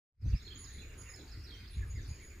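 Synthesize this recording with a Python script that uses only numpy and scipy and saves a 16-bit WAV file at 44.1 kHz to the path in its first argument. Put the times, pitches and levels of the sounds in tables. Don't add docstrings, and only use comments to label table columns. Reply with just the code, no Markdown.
import sys
import numpy as np
from scipy import signal
from scipy.fft import rfft, irfft
from scipy.io import wavfile
from scipy.ndimage import uniform_filter1d

SR = 44100
rng = np.random.default_rng(int(sys.argv[2]) if len(sys.argv) > 2 else 0)


def waveform_to_disk(signal):
    frames = np.transpose(np.atleast_2d(signal))
    scaled = np.clip(frames, -1, 1) * 32767
    samples = np.round(scaled).astype(np.int16)
    wavfile.write(sys.argv[1], SR, samples)


N = 105840

# time_s, gain_db
FADE_IN = [(.1, -75), (.2, -25), (.22, -10), (.3, 0)]
# frequency_hz, relative_density_db
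WASH_SPECTRUM = [(400, -1), (520, -12), (700, -16.5), (1400, -10), (1900, -8), (2450, -8), (3000, -17),
                 (4500, -22.5), (5700, -22.5), (7200, -21.5), (8300, -26.5), (11500, -29), (13500, -26)]
# frequency_hz, coherence
WASH_COHERENCE = [(280, 1), (500, 0.73), (1000, 0.093), (2000, 0.93), (4000, 0.091), (10000, 0.87)]
# time_s, gain_db
WASH_ENVELOPE = [(.3, -2), (1.05, 1), (1.8, -1), (2.35, 0)]
# time_s, level_db
GUSTS = [(.2, -34.5), (.235, -32.5), (.26, -24), (.315, -36.5), (.348, -22.5), (.378, -53.5), (.86, -49.5),
         (1.25, -54.5), (1.38, -43.5), (1.5, -52.5), (1.745, -48.5), (1.775, -33.5), (1.825, -36.5),
         (1.86, -44), (1.97, -38), (2.075, -48.5), (2.108, -31.5), (2.14, -52)]
# frequency_hz, relative_density_db
EDDY_SPECTRUM = [(12, -26), (28, -1.5), (48, 2), (68, 3), (100, -2), (145, -15), (200, -38), (1000, -110)]
# time_s, level_db
CHORUS_ENVELOPE = [(.25, -69), (.75, -64.5), (.9, -78), (1.4, -64.5), (1.68, -64), (1.85, -77),
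                   (2.08, -62.5), (2.4, -76)]
# frequency_hz, t60_s
BANK_DECAY = [(1500, 0.19), (4000, 0.59), (7000, 0.66), (11000, 0.57)]
# start_s, length_s, first_hz, last_hz, relative_level_db
SLURRED_NOTES = [ (0.211, 0.047, 5140, 3700, -64.5), (0.249, 0.04, 5950, 6500, -62.5),
                 (0.272, 0.024, 3195, 4810, -64.5), (0.298, 0.034, 5460, 3500, -63.5),
                 (0.344, 0.044, 4800, 5450, -59.5), (.447, 0.027, 4190, 4290, -49.5),
                 (0.466, 0.019, 4230, 3250, -52), (0.504, 0.0185, 3080, 3402, -51.5),
                 (0.521, .015, 3410, 3020, -49), (0.64, 0.036, 5260, 3900, -57),
                 (0.676, 0.024, 5850, 6600, -59), (.737, 0.03, 4300, 3760, -62),
                 (0.934, .025, 5400, 4250, -72), (1.097, 0.023, 5250, 5030, -61.5),
                 (1.135, 0.017, 4850, 5470, -53), (1.156, 0.025, 4600, 3930, -59.5),
                 (1.274, 0.039, 4670, 4090, -62), (1.314, 0.033, 5400, 4330, -57.5),
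                 (1.436, 0.033, 5550, 4600, -60), (1.465, 0.0248, 3980, 4650, -55),
                 (1.489, 0.024, 4500, 3410, -54), (1.517, 0.043, 3283, 3110, -55),
                 (1.536, 0.03, 5540, 6300, -64.5), (1.568, .045, 4680, 4210, -64.5),
                 (1.652, 0.038, 3300, 5430, -61), (1.691, 0.023, 4500, 3730, -65),
                 (1.815, 0.028, 1817, 1660, -52), (1.957, 0.052, 4960, 3650, -65),
                 (2.008, 0.027, 6420, 5830, -63), (2.044, 0.028, 3380, 4300, -66)]
# start_s, top_hz, relative_level_db
ARCHED_NOTES = [(0.396, 4130, -58.5), (0.696, 4220, -61.5), (0.782, 4100, -54), (0.807, 4300, -65),
                (1.006, 5450, -64.5), (1.192, 4110, -57.5), (1.730, 4070, -57.5)]
# start_s, first_hz, relative_level_db
FALLING_CALLS = [(0.326, 2794, -59.5), (.812, 2680, -58.5), (.888, 2855, -63), (1.055, 2890, -62),
                 (1.603, 2504, -63), (1.955, 2214, -56), (2.212, 2350, -62), (2.299, 2533, -61)]
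# start_s, pitch_hz, relative_level_db, left_minus_right_db
THIN_CHIRPS = [ (.408, 6720, -69, -3), (0.545, 6705, -57, -13), (.595, 6720, -58, -7.5),
               (0.575, 9940, -61.5, 1.5), (.715, 6760, -66.5, 5), (.718, 10080, -68, -2),
               (.800, 6726, -65, -12), (0.973, 6713, -57, -9), (0.971, 10040, -63.5, -4),
               (1.072, 6720, -58, -8), (1.088, 10100, -68, -2), (1.152, 6730, -70.5, -5),
               (1.699, 10050, -65.5, -9.5), (1.745, 6700, -67, 3), (1.861, 10100, -71.5, 1),
               (1.886, 6720, -62, -0.5), (2.069, 10020, -69.5, -4.5), (2.083, 6700, -60.5, -7),
               (2.213, 10060, -68.5, 14), (2.220, 6730, -61, -1)]
# offset_hz, relative_level_db
CHIRP_PARTIALS = [(-48.5, -11.5), (0, 2), (79, -2.5)]


def amp(db):
    return 10 ** (np.asarray(db) / 20)


def unit(x):
    return x / np.sqrt(np.mean(x ** 2) + 1e-20)


def spectrum_at(points, hz):
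    f, value = np.transpose(points)
    return np.interp(np.log(hz + 1), np.log(f + 1), value)


def envelope(points):
    return uniform_filter1d(amp(np.interp(np.arange(N) / SR, *np.transpose(points))), size=400)


def drift(rate_hz, size):
    f = np.fft.rfftfreq(N, 1 / SR)
    return unit(irfft(rfft(rng.standard_normal(N)) * np.exp(-(f / rate_hz) ** 2), N))[:size]


def band_noise(low_hz, high_hz, size):
    band = signal.butter(2, [low_hz, high_hz], "band", fs=SR, output="sos")
    return unit(signal.sosfilt(band, rng.standard_normal(size)))


def ease(length_s):
    return np.sin(np.pi / 2 * np.arange(0, length_s, 1 / SR) / length_s) ** 2


def place(mix, start_s, sound, pan_db=0):
    sides = unit(amp([[pan_db / 2], [-pan_db / 2]]))
    part = mix[:, max(round(start_s * SR), 0):][:, :len(sound)]
    part += sides * sound[:part.shape[1]]


def water_and_air(level_db=-58, patch_db=4, patch_corner_hz=4250):
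    frames, hz = N // 256 + 5, np.fft.rfftfreq(1024, 1 / SR)
    a, b, c, d, patches = rng.standard_normal((5, frames, 513)).transpose(0, 2, 1)
    patches = unit(uniform_filter1d(uniform_filter1d(patches, size=8, axis=0), size=12, axis=1))
    coherence = np.clip(spectrum_at(WASH_COHERENCE, hz), -1, 1)[:, None]
    left = a + 1j * b
    right = coherence * left + np.sqrt(1 - coherence ** 2) * (c + 1j * d)
    ripple_db = patch_db * patches / (1 + hz[:, None] / patch_corner_hz)
    spectra = np.array([left, right]) * amp(spectrum_at(WASH_SPECTRUM, hz)[:, None] + ripple_db)
    wash = signal.istft(spectra, nperseg=1024, noverlap=768)[1][:, :N]
    return amp(level_db) * envelope(WASH_ENVELOPE) * unit(wash)


def wind(side_db=-26, flutter_db=-37):
    shape = amp(spectrum_at(EDDY_SPECTRUM, np.fft.rfftfreq(N, 1 / SR)))
    eddies = signal.hilbert(irfft(rfft(rng.standard_normal((2, N))) * shape, N))
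    strength = uniform_filter1d(uniform_filter1d(abs(eddies), size=900, axis=1), size=500, axis=1)
    mid, side = eddies.real / strength ** .75
    gust = envelope(GUSTS)
    rumble = gust * (unit(mid) + amp(side_db) * unit(side) * np.array([[1], [-1]]))
    flutter = amp(flutter_db) * (gust / gust.max()) ** 2 * band_noise(115, 209, N)
    return rumble + flutter


def whistle(hz, wobble=.014, max_wobble_hz=150, edge_s=.004):
    t = np.arange(len(hz)) / SR
    quiver = sum(np.sin(2 * np.pi * (max_wobble_hz * rate * t + offset))
                 for rate, offset in rng.random(size=(4, 2))) / np.sqrt(2)
    phase = 2 * np.pi * np.cumsum(hz * (1 + wobble * quiver)) / SR
    edge = np.clip(np.minimum(t, t[-1] - t) / edge_s, 0, 1)
    return np.sqrt(2) * np.sin(np.pi / 2 * edge) ** 2 * np.sin(phase)


def bank_echoes(sound, echoes_per_s=3000, early_s=.02, early_db=2):
    taps = rng.standard_normal((2, SR)) * (rng.random((2, SR)) < echoes_per_s / SR)
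    hz, t, spectra = signal.stft(taps, SR, nperseg=256)
    early = amp(early_db) * np.exp(-t / early_s)
    tail = amp(-60 * t / spectrum_at(BANK_DECAY, hz)[:, None])
    response = signal.istft(spectra * (early + tail), SR, nperseg=256)[1]
    response /= np.linalg.norm(response, axis=1, keepdims=True)
    return signal.fftconvolve(sound, response, axes=1)[:, :N]


def far_chorus(count=160, length_s=.024, low_hz=3594, high_hz=5102, max_bend=.1468):
    notes = np.zeros((2, N))
    for k, (when, height, slope) in enumerate(rng.random(size=(count, 3))):
        centre_hz = low_hz + height * (high_hz - low_hz)
        bend = max_bend * (2 * slope - 1) * (2 * ease(length_s) - 1)
        place(notes, (k + when) / count * N / SR, whistle(centre_hz * (1 + bend)))
    return envelope(CHORUS_ENVELOPE) * unit(bank_echoes(notes))


def songbirds(arch_s=.026, arch_depth=.1846, call_s=.046, call_fall=.2, direct_db=-4, echo_db=-1):
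    notes = np.zeros((2, N))
    for start_s, length_s, first_hz, last_hz, db in SLURRED_NOTES:
        hz = first_hz + (last_hz - first_hz) * ease(length_s)
        wobble = .09 * abs(np.log(last_hz / first_hz))
        place(notes, start_s, amp(db) * whistle(hz, wobble), pan_db=-12)
    for start_s, top_hz, db in ARCHED_NOTES:
        hz = top_hz * (1 - arch_depth * (2 * ease(arch_s) - 1) ** 2)
        place(notes, start_s, amp(db) * whistle(hz), pan_db=-12)
    for start_s, first_hz, db in FALLING_CALLS:
        hz = first_hz * (1 - call_fall * ease(call_s))
        place(notes, start_s, amp(db) * whistle(hz, wobble=.03), pan_db=-4)
    narrowed = (notes + notes.mean(0)) / 2
    return amp(direct_db) * notes + amp(echo_db) * bank_echoes(narrowed)


def thin_chirps(rise_s=.018, hold_s=.027, t60_s=.59, reference_hz=6900, direct_db=1.5, echo_db=-7):
    chirps, t = np.zeros((2, N)), np.arange(SR // 2) / SR
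    for start_s, hz, db, pan_db in THIN_CHIRPS:
        height = hz / reference_hz
        tone = np.zeros(len(t))
        for offset_hz, partial_db in CHIRP_PARTIALS:
            wander_hz = 48 * height * drift(rate_hz=92.6, size=len(t))
            cycles = rng.random() + np.cumsum(hz + offset_hz + wander_hz) / SR
            tone += amp(partial_db) * np.sin(2 * np.pi * cycles)
        fade_db = -60 * np.maximum(t - hold_s, 0) / t60_s * height ** 1.5
        place(chirps, start_s, unit(tone) * np.minimum(t / rise_s, 1) * amp(db + fade_db), pan_db)
    return amp(direct_db) * chirps + amp(echo_db) * bank_echoes(chirps)


def tick(start_s=1.161, level_db=-58, decay_s=.0024):
    out, t = np.zeros((2, N)), np.arange(SR // 20) / SR
    burst = band_noise(5000, 10000, len(t)) * np.exp(-t / decay_s)
    place(out, start_s, amp(level_db) * burst, pan_db=-4)
    return out


def scene():
    return songbirds() + far_chorus() + thin_chirps() + water_and_air() + tick() + wind()


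def record(dry):
    cutoff_hz = 15550
    low_pass = signal.firwin(511, cutoff_hz, window=("kaiser", 9), fs=SR)
    return signal.oaconvolve(dry * envelope(FADE_IN), low_pass[None], "same")


dry = scene()
out = record(dry)
waveform_to_disk(out)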